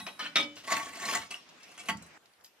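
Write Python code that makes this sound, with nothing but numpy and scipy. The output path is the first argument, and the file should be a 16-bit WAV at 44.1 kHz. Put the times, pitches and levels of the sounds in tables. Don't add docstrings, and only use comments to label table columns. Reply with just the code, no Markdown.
import sys
import numpy as np
from scipy import signal
from scipy.fft import rfft, irfft
from scipy.io import wavfile
from scipy.ndimage import uniform_filter1d

SR = 44100
rng = np.random.default_rng(int(sys.argv[2]) if len(sys.argv) > 2 else 0)


def natural_amplitude(level_db):
    exponent = np.asarray(level_db, float) / 20
    return 10 ** exponent


def output_pcm(signal):
    pcm = np.clip(np.atleast_2d(signal).T, -1, 1) * 32767
    wavfile.write(sys.argv[1], SR, np.round(pcm).astype(np.int16))


N = 114660
STILL = [(0, -150), (1, -150)]

# (frequency [Hz], density [dB per Hz])
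CUP_GRIT = [(120, -40), (200, -16), (575, -7), (3010, -1), (15500, -31.5)]
# (frequency [Hz], level [dB], t60 [s])
SHELF = [(82, 0, .12), (115, -1, .1), (170, -1, .07), (205, -1, .07), (240, -3, .07), (296, -11, .07)]
# (time [s], level [dB], pitch [Hz], t60 [s])
CLINKS = [(0, -47.5, 3855, 0.71), (0, -50, 243, 0.1), (.263, -29, 3080, 0.039), (.41, -41.5, 297, 0.49),
          (.425, -45, 242, 0.31), (1.9, -54.5, 4630, .25), (2.022, -54, 4010, 0.11),
          (1.887, -44, 3930, .03), (.2, -39, 4075, .12), (1.362, -47, 5520, 0.084),
          (.427, -33, 5300, 0.045), (.72, -26.5, 6920, 0.018), (.725, -37, 4430, 0.1),
          (1.084, -31, 1129, 0.082), (1.149, -26.5, 7050, 0.083), (1.216, -48, 2190, 0.17),
          (1.342, -28, 2860, 0.033), (2.32, -70, 9700, 0.13), (2.45, -52.5, 12250, 0.12)]


def bowl():
    # (time [s], level [dB], chatter t60 [s])
    bowl_blows = [(.6748, -38, 0.069), (.7022, -25, 0.028), (.7182, -20.5, 0.025), (.7566, -39, .04),
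                  (.7675, -25, 0.076), (.797, -27, 0.047), (.8863, -41.5, 0.028), (.9322, -36.5, 0.056),
                  (.9556, -39, 0.073), (1.0085, -37, 0.029), (1.0279, -30, 0.055), (1.0374, -34, .04),
                  (1.0629, -38.5, .04), (1.0823, -34, .04), (1.1103, -41, 0.036), (1.1497, -22.5, 0.022),
                  (1.161, -39, 0.051), (1.215, -35.5, 0.14), (1.886, -20, 0.069), (1.896, -28, 0.055)]
    # (time [s], pressure [dB])
    bowl_drag = [(0.638, -52.5), (0.665, -46.5), (0.674, -37), (0.699, -37), (0.726, -27), (0.743, -35.5),
                 (0.766, -33), (0.828, -41), (.89, -44), (0.924, -49.5), (1.0, -38.5), (1.04, -39),
                 (1.058, -34.5), (1.084, -34.5), (1.128, -31.5), (1.155, -26.5), (1.188, -43),
                 (1.281, -55.5)]
    # (frequency [Hz], level [dB], t60 [s])
    bowl_modes = [(708, -3, .05), (893, -3, .13), (1125, 2, .09), (1340, -9, .2), (1600, -9, .08),
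                  (1813, -9, .1), (1900, -3, .1), (1982, 1, .11), (2180, -3, .07), (2360, -8, .07),
                  (2680, -8, .06), (2910, -8, .06), (4636, -22, .25), (6176, -16, .04)]
    # (frequency [Hz], width [Hz], level [dB])
    rim_bands = [(3235, 120, -3.5), (3430, 39, -9), (4160, 53, -5.5), (5030, 90, -5), (5790, 120, -2),
                 (6220, 110, -5), (6870, 100, -0.5), (7050, 57, -3.5), (7440, 110, -5.5), (8280, 63, -8.5),
                 (8510, 130, -4.5), (8940, 70, -5), (10550, 120, -18), (11460, 120, -21)]
    # (frequency [Hz], density [dB per Hz])
    bowl_grit = [(100, -30), (220, -6.5), (800, -16.5), (2000, -7), (4000, -11.5), (8500, -18.5),
                 (11000, -23), (15500, -27)]

    rim_modes = [(hz, db, 2.9 / width) for hz, width, db in rim_bands]
    body = pot(bowl_blows, bowl_drag, bowl_modes, bowl_grit, strike_db=15.3, chatter_db=-9.5,
               ring_db=2.2, drag_ring_db=-2.1, shelf_db=-20.5, crunch_db=-2.5)
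    rim = pot(bowl_blows, bowl_drag, rim_modes, bowl_grit, strike_db=5, chatter_db=-15,
              ring_db=-10, drag_ring_db=-6, shelf_db=-63, crunch_db=-33)
    return ports(body, -0.44, 68) + ports(rim, -0.71, 46)


def jar():
    # (time [s], level [dB], chatter t60 [s])
    jar_blows = [
        (.357, -10, 0.2),
    ]
    # (frequency [Hz], level [dB], t60 [s])
    jar_modes = [(571, -15, .5), (662, -11, .12), (1260, -8, .25), (2299, 5.5, .27), (2473, -5, .12),
                 (2859, -8, .1), (3022, -10, .65), (3361, -1, .11), (3499, -1, .27), (3600, 3, .13),
                 (3713, 3, .13), (3782, 1, .11), (4770, -16, .1), (5932, -15, .12)]
    # (frequency [Hz], density [dB per Hz])
    jar_grit = [(120, -39.5), (200, -25), (3610, -16.5), (12500, -42), (15500, -67)]
    x = pot(jar_blows, STILL, jar_modes, jar_grit, strike_db=11.4, chatter_db=-9,
            ring_db=7.14, drag_ring_db=-9.5, shelf_db=-19, crunch_db=-4)
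    return ports(x, 0.8, 65)


def cup():
    # (time [s], level [dB], chatter t60 [s])
    cup_blows = [
        (0.001, -25, 0.039),
        (0.066, -26.5, 0.13),
    ]
    # (frequency [Hz], level [dB], t60 [s])
    cup_modes = [(721, -4, .12), (877, -4, .12), (1100, -2, .1), (1523, -11, .3), (1960, 0, .12),
                 (2546, -1, .08), (3101, -11, .1), (3391, -11, .2), (4124, -10, .12), (5642, -6, .1)]
    x = pot(cup_blows, STILL, cup_modes, CUP_GRIT, strike_db=9.1, chatter_db=-11,
            ring_db=-1.5, drag_ring_db=-2.9, shelf_db=-34, crunch_db=-1)
    return ports(x, 0.3, 68)


def mug():
    # (time [s], level [dB], chatter t60 [s])
    mug_blows = [
        (0.192, -22.5, 0.33),
        (0.248, -35.5, 0.1),
        (0.263, -30.5, 0.055),
    ]
    # (frequency [Hz], level [dB], t60 [s])
    mug_modes = [(579, -9.5, 0.18), (895, -11, 0.24), (1270, -2, 0.05), (1480, -1.5, 0.11),
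                 (1818, -0.5, 0.035), (2330, -6.5, .15), (2590, -9, .12), (3054, -7, .2), (3430, -9, 0.22),
                 (4075, -3, 0.067), (4920, -12, .35), (5590, -14.5, 0.095)]
    x = pot(mug_blows, STILL, mug_modes, CUP_GRIT, strike_db=10, chatter_db=-12,
            ring_db=-1, drag_ring_db=-1.5, shelf_db=-30, crunch_db=-3.5)
    return ports(x, 0.3, 68)


def shard():
    # (time [s], level [dB], chatter t60 [s])
    shard_blows = [
        (1.3075, -25.5, 0.12),
        (1.3394, -35.5, 0.22),
        (1.7783, -32, 0.12),
        (1.7942, -35.5, 0.13),
    ]
    # (time [s], pressure [dB])
    shard_drag = [(1.6, -62), (1.625, -58), (1.68, -59), (1.7, -54.5), (1.77, -58), (1.81, -56),
                  (1.88, -47)]
    # (frequency [Hz], level [dB], t60 [s])
    shard_modes = [(718, -3.5, 0.075), (1175, -1.5, 0.048), (1880, -8, 0.15), (2126, -4, 0.072),
                   (2310, 1, 0.064), (2670, 3.5, 0.076), (2860, 4.5, 0.045), (3320, -3.5, .08),
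                   (4210, -14, .06), (5120, -5, 0.12), (5650, -10, 0.068)]
    # (frequency [Hz], density [dB per Hz])
    shard_grit = [(120, -13), (200, -13.5), (2700, -2.5), (8820, -7), (15500, -25.5)]
    x = pot(shard_blows, shard_drag, shard_modes, shard_grit, strike_db=8.8, chatter_db=-13.5,
            ring_db=-1.8, drag_ring_db=-2.2, shelf_db=-40, crunch_db=-2.5)
    return ports(x, -0.81, 53)


def pot(blows, drag, modes, crunch, strike_db, chatter_db, ring_db, drag_ring_db, shelf_db, crunch_db):
    t, strikes, pressure = np.arange(N) / SR, np.zeros(N), np.zeros(N)
    for s, db, t60 in blows:
        strikes[round(s * SR)] += natural_amplitude(db + strike_db)
        fade_s = np.where(t < s, 0.004, max(t60, 0.01))
        pressure += natural_amplitude(db + chatter_db - 60 * abs(t - s) / fade_s)
    chatter = pressure * grit(5000, 1.12)

    s, db = np.transpose(drag)
    push_db = np.interp(t, s, db, -150, -150) + 2.84 * lumps(size=200) - 5
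    rub = natural_amplitude(push_db) * grit(6000, 1.3)

    bell = signal.fftconvolve(strikes, natural_amplitude(ring_db) * ring(modes))[:N]
    for hz, db, t60 in modes:
        contact = (rub + chatter) * natural_amplitude(3.74 * lumps(size=600))
        partial = ring([(hz, db, t60)], damping=1.46)
        bell += signal.oaconvolve(contact, natural_amplitude(drag_ring_db + db - 8.5) * partial)[:N]

    thud = signal.fftconvolve(rub, natural_amplitude(shelf_db) * ring(SHELF))[:N]
    grains = signal.oaconvolve(0.033 * strikes + chatter + rub, colour(crunch))[:N]
    return bell + thud + natural_amplitude(crunch_db) * clumped(grains, 4.16)


def ring(modes, damping=1):
    t = np.arange(SR // 2) / SR
    x = np.zeros(len(t))
    for hz, db, t60 in modes:
        swell = 1 - np.exp(-t * hz / 4)
        fade = natural_amplitude(db - 60 * t / t60 * damping)
        x += fade * swell * np.sin(2 * np.pi * hz * t) / np.sqrt(t60)
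    return x / np.linalg.norm(x)


def grit(per_s, spread_db):
    hit = rng.random(N) < per_s / SR
    size_db = spread_db * np.minimum(rng.exponential(1, N), 4)
    return evened(hit * rng.standard_normal(N) * natural_amplitude(size_db))


def colour(points):
    log_gain = read(points, abs(np.fft.fftfreq(2048, 1 / SR))) * np.log(10) / 20
    minimum_phase = np.exp(np.conj(signal.hilbert(log_gain)))
    click = np.fft.ifft(minimum_phase).real[:1024]
    return click / np.linalg.norm(click)


def clumped(x, patchy_db):
    z = signal.stft(x, nperseg=256)[2]
    patches = uniform_filter1d(rng.standard_normal(z.T.shape), size=6, axis=0)
    patches = evened(uniform_filter1d(patches, size=5, axis=1))
    return signal.istft(z * natural_amplitude(patchy_db * patches.T), nperseg=256)[1][:N]


def lumps(size):
    smooth = uniform_filter1d(rng.standard_normal(N), size=size)
    return evened(uniform_filter1d(smooth, size=size))


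def evened(x):
    return x / np.sqrt(np.mean(x ** 2) + 1e-20)


def read(points, hz):
    f, value = np.transpose(points)
    return np.interp(np.log(hz + 1), np.log(f + 1), value)


def thuds():
    # (time [s], level [dB], tilt [dB per octave], t60 [s])
    booms = [
        (0, -57.5, 6, 0.54),
        (0.202, -55, 23, 0.76),
        (0.362, -44, 30, 0.074),
        (1.89, -47.5, 3.5, 0.42),
        (1.931, -51, -9, 0.25),
    ]
    out, t = np.zeros(N), np.arange(SR // 2) / SR
    for s, db, tilt_db, t60 in booms:
        modes = [(hz, level + tilt_db * np.log2(hz / 180), decay) for hz, level, decay in SHELF]
        push = (30 * (t == 0) + rng.standard_normal(len(t))) * natural_amplitude(db - 60 * t / t60)
        out[round(s * SR):][:len(t)] += signal.fftconvolve(push, ring(modes))[:len(t)]
    return out


def loose_grains():
    # (time [s], level [dB], pitch [Hz], t60 [s])
    grain_ticks = [(0, -59, 9890, 0.76), (.555, -58, 5800, 0.37), (.566, -53, 2797, 0.27),
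                   (.642, -53, 3006, 0.057), (1.488, -60, 5150, 0.08), (1.63, -57.5, 5280, 0.12),
                   (1.97, -52, 6870, 0.04), (2.022, -52.5, 7980, 0.045), (2.062, -60.5, 8250, 0.071),
                   (2.177, -69, 5530, 0.0065), (2.257, -59, 4430, 0.023), (2.335, -57.5, 4500, 0.016),
                   (2.41, -61.5, 4970, .015), (2.44, -51, 12000, 0.0098), (2.444, -52.5, 4950, 0.042),
                   (2.46, -62, 4930, 0.086)]
    return ticks(grain_ticks, 2.67, size=10) + ticks(CLINKS[-2:], 0.081, size=200)


def ticks(rows, fuzz, size):
    out, t = np.zeros(N + 16000), np.arange(16000) / SR
    for s, db, hz, t60 in rows:
        flutter = 1 + fuzz * evened(uniform_filter1d(rng.standard_normal(16000), size=size))
        swell = np.minimum(t / min(0.002, t60 / 20), 1)
        fade = natural_amplitude(db - 60 * t / t60)
        out[round(s * SR):][:16000] += fade * swell * flutter * np.sin(2 * np.pi * hz * t)
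    return out[:N]


def kiln(x):
    # (frequency [Hz], t60 [s])
    wall_t60 = [(200, 0.29), (2000, 0.14), (12000, 0.15)]
    taps = np.zeros((3, SR // 2))
    at = np.arange(100, SR // 2 - 20, 20)
    at = at + rng.integers(0, 20, (3, len(at)))
    np.put_along_axis(taps, at, rng.choice([-1., 1.], at.shape), 1)
    hz, t, z = signal.stft(taps, SR, nperseg=256)
    apart = np.clip(2.07 * hz / (hz + 1500), 0, 1)[:, None]
    z = np.sqrt(1 - apart ** 2) * z[2] + apart * z[:2]
    z = z * natural_amplitude(-60 * t / read(wall_t60, hz)[:, None])
    tail = signal.istft(z, SR, nperseg=256)[1]
    return signal.fftconvolve(x[None], tail / np.linalg.norm(tail[0]), axes=1)[:, :N]


def kiln_air():
    # (frequency [Hz], density [dB per Hz])
    kiln_hiss = [(18, -57.5), (30, -41.5), (161, 0.5), (2680, -1), (4530, -8), (5170, -5.5), (9000, -19),
                 (16000, -28.5)]
    return natural_amplitude(-57.5) * air(kiln_hiss)


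def quiet_air():
    # (frequency [Hz], density [dB per Hz])
    quiet_hiss = [(18, -69), (30, -25), (632, -14), (2800, -19.5), (14400, -34), (16000, -53.5)]
    return natural_amplitude(-65) * air(quiet_hiss)


def air(points):
    # (frequency [Hz], left-right likeness [-1 to 1])
    likeness = [(240, 0.61), (3800, 0.069)]
    frames, hz = N // 256 + 5, np.fft.rfftfreq(1024, 1 / SR)
    a, b, c, d, patches = rng.standard_normal((frames, 513, 5)).T
    patches = evened(uniform_filter1d(uniform_filter1d(patches, 30, 0), 10, 1))
    same = np.clip(read(likeness, hz), -1, 1)[:, None]
    left = a + 1j * b
    right = same * left + np.sqrt(1 - same ** 2) * (c + 1j * d)
    z = np.array([left, right]) * natural_amplitude(read(points, hz)[:, None] + 2.3 * patches)
    return evened(signal.istft(z, nperseg=1024, noverlap=768)[1][:, :N])


def ports(x, pan_db, lag_us):
    # (frequency [Hz], left minus right [dB])
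    port_lean = [(240, -2.5), (3800, 1.5)]
    hz = np.fft.rfftfreq(N, 1 / SR)
    lag = np.exp(-1j * np.pi * hz * lag_us / 1015000.0 / (1 + (hz / 9000) ** 2))
    half = natural_amplitude((read(port_lean, hz) + pan_db) / 2) * lag
    return irfft(rfft(x) * np.array([half, 1 / half]), N)


def scene():
    change_s = 2.178
    shelf = ports(thuds() + ticks(CLINKS[:-2], 0.26, size=100), 0.1, 51)
    pots = cup() + mug() + jar() + bowl() + shard() + shelf
    pots = signal.sosfilt(signal.butter(4, 68, "high", fs=SR, output="sos"), pots)
    walls = natural_amplitude(-3.5) * ports(kiln(pots.mean(0)), 0.1, 45)
    inside = pots + walls + kiln_air()

    grains = loose_grains()
    grains = ports(grains + natural_amplitude(-7) * kiln(grains), -0.3, 77)
    before = np.arange(N) < change_s * SR
    return np.where(before, inside, quiet_air()) + grains


def low_pass(x):
    return signal.sosfilt(signal.butter(12, 15900, fs=SR, output="sos"), x)


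def record(dry):
    low_cut = signal.butter(2, 55, "high", fs=SR, output="sos")
    treble_edge = signal.butter(10, 15400, fs=SR, output="sos")
    mix = signal.sosfilt(treble_edge, signal.sosfilt(low_cut, dry))
    return low_pass(mix)


dry = scene()
out = record(dry)
output_pcm(out)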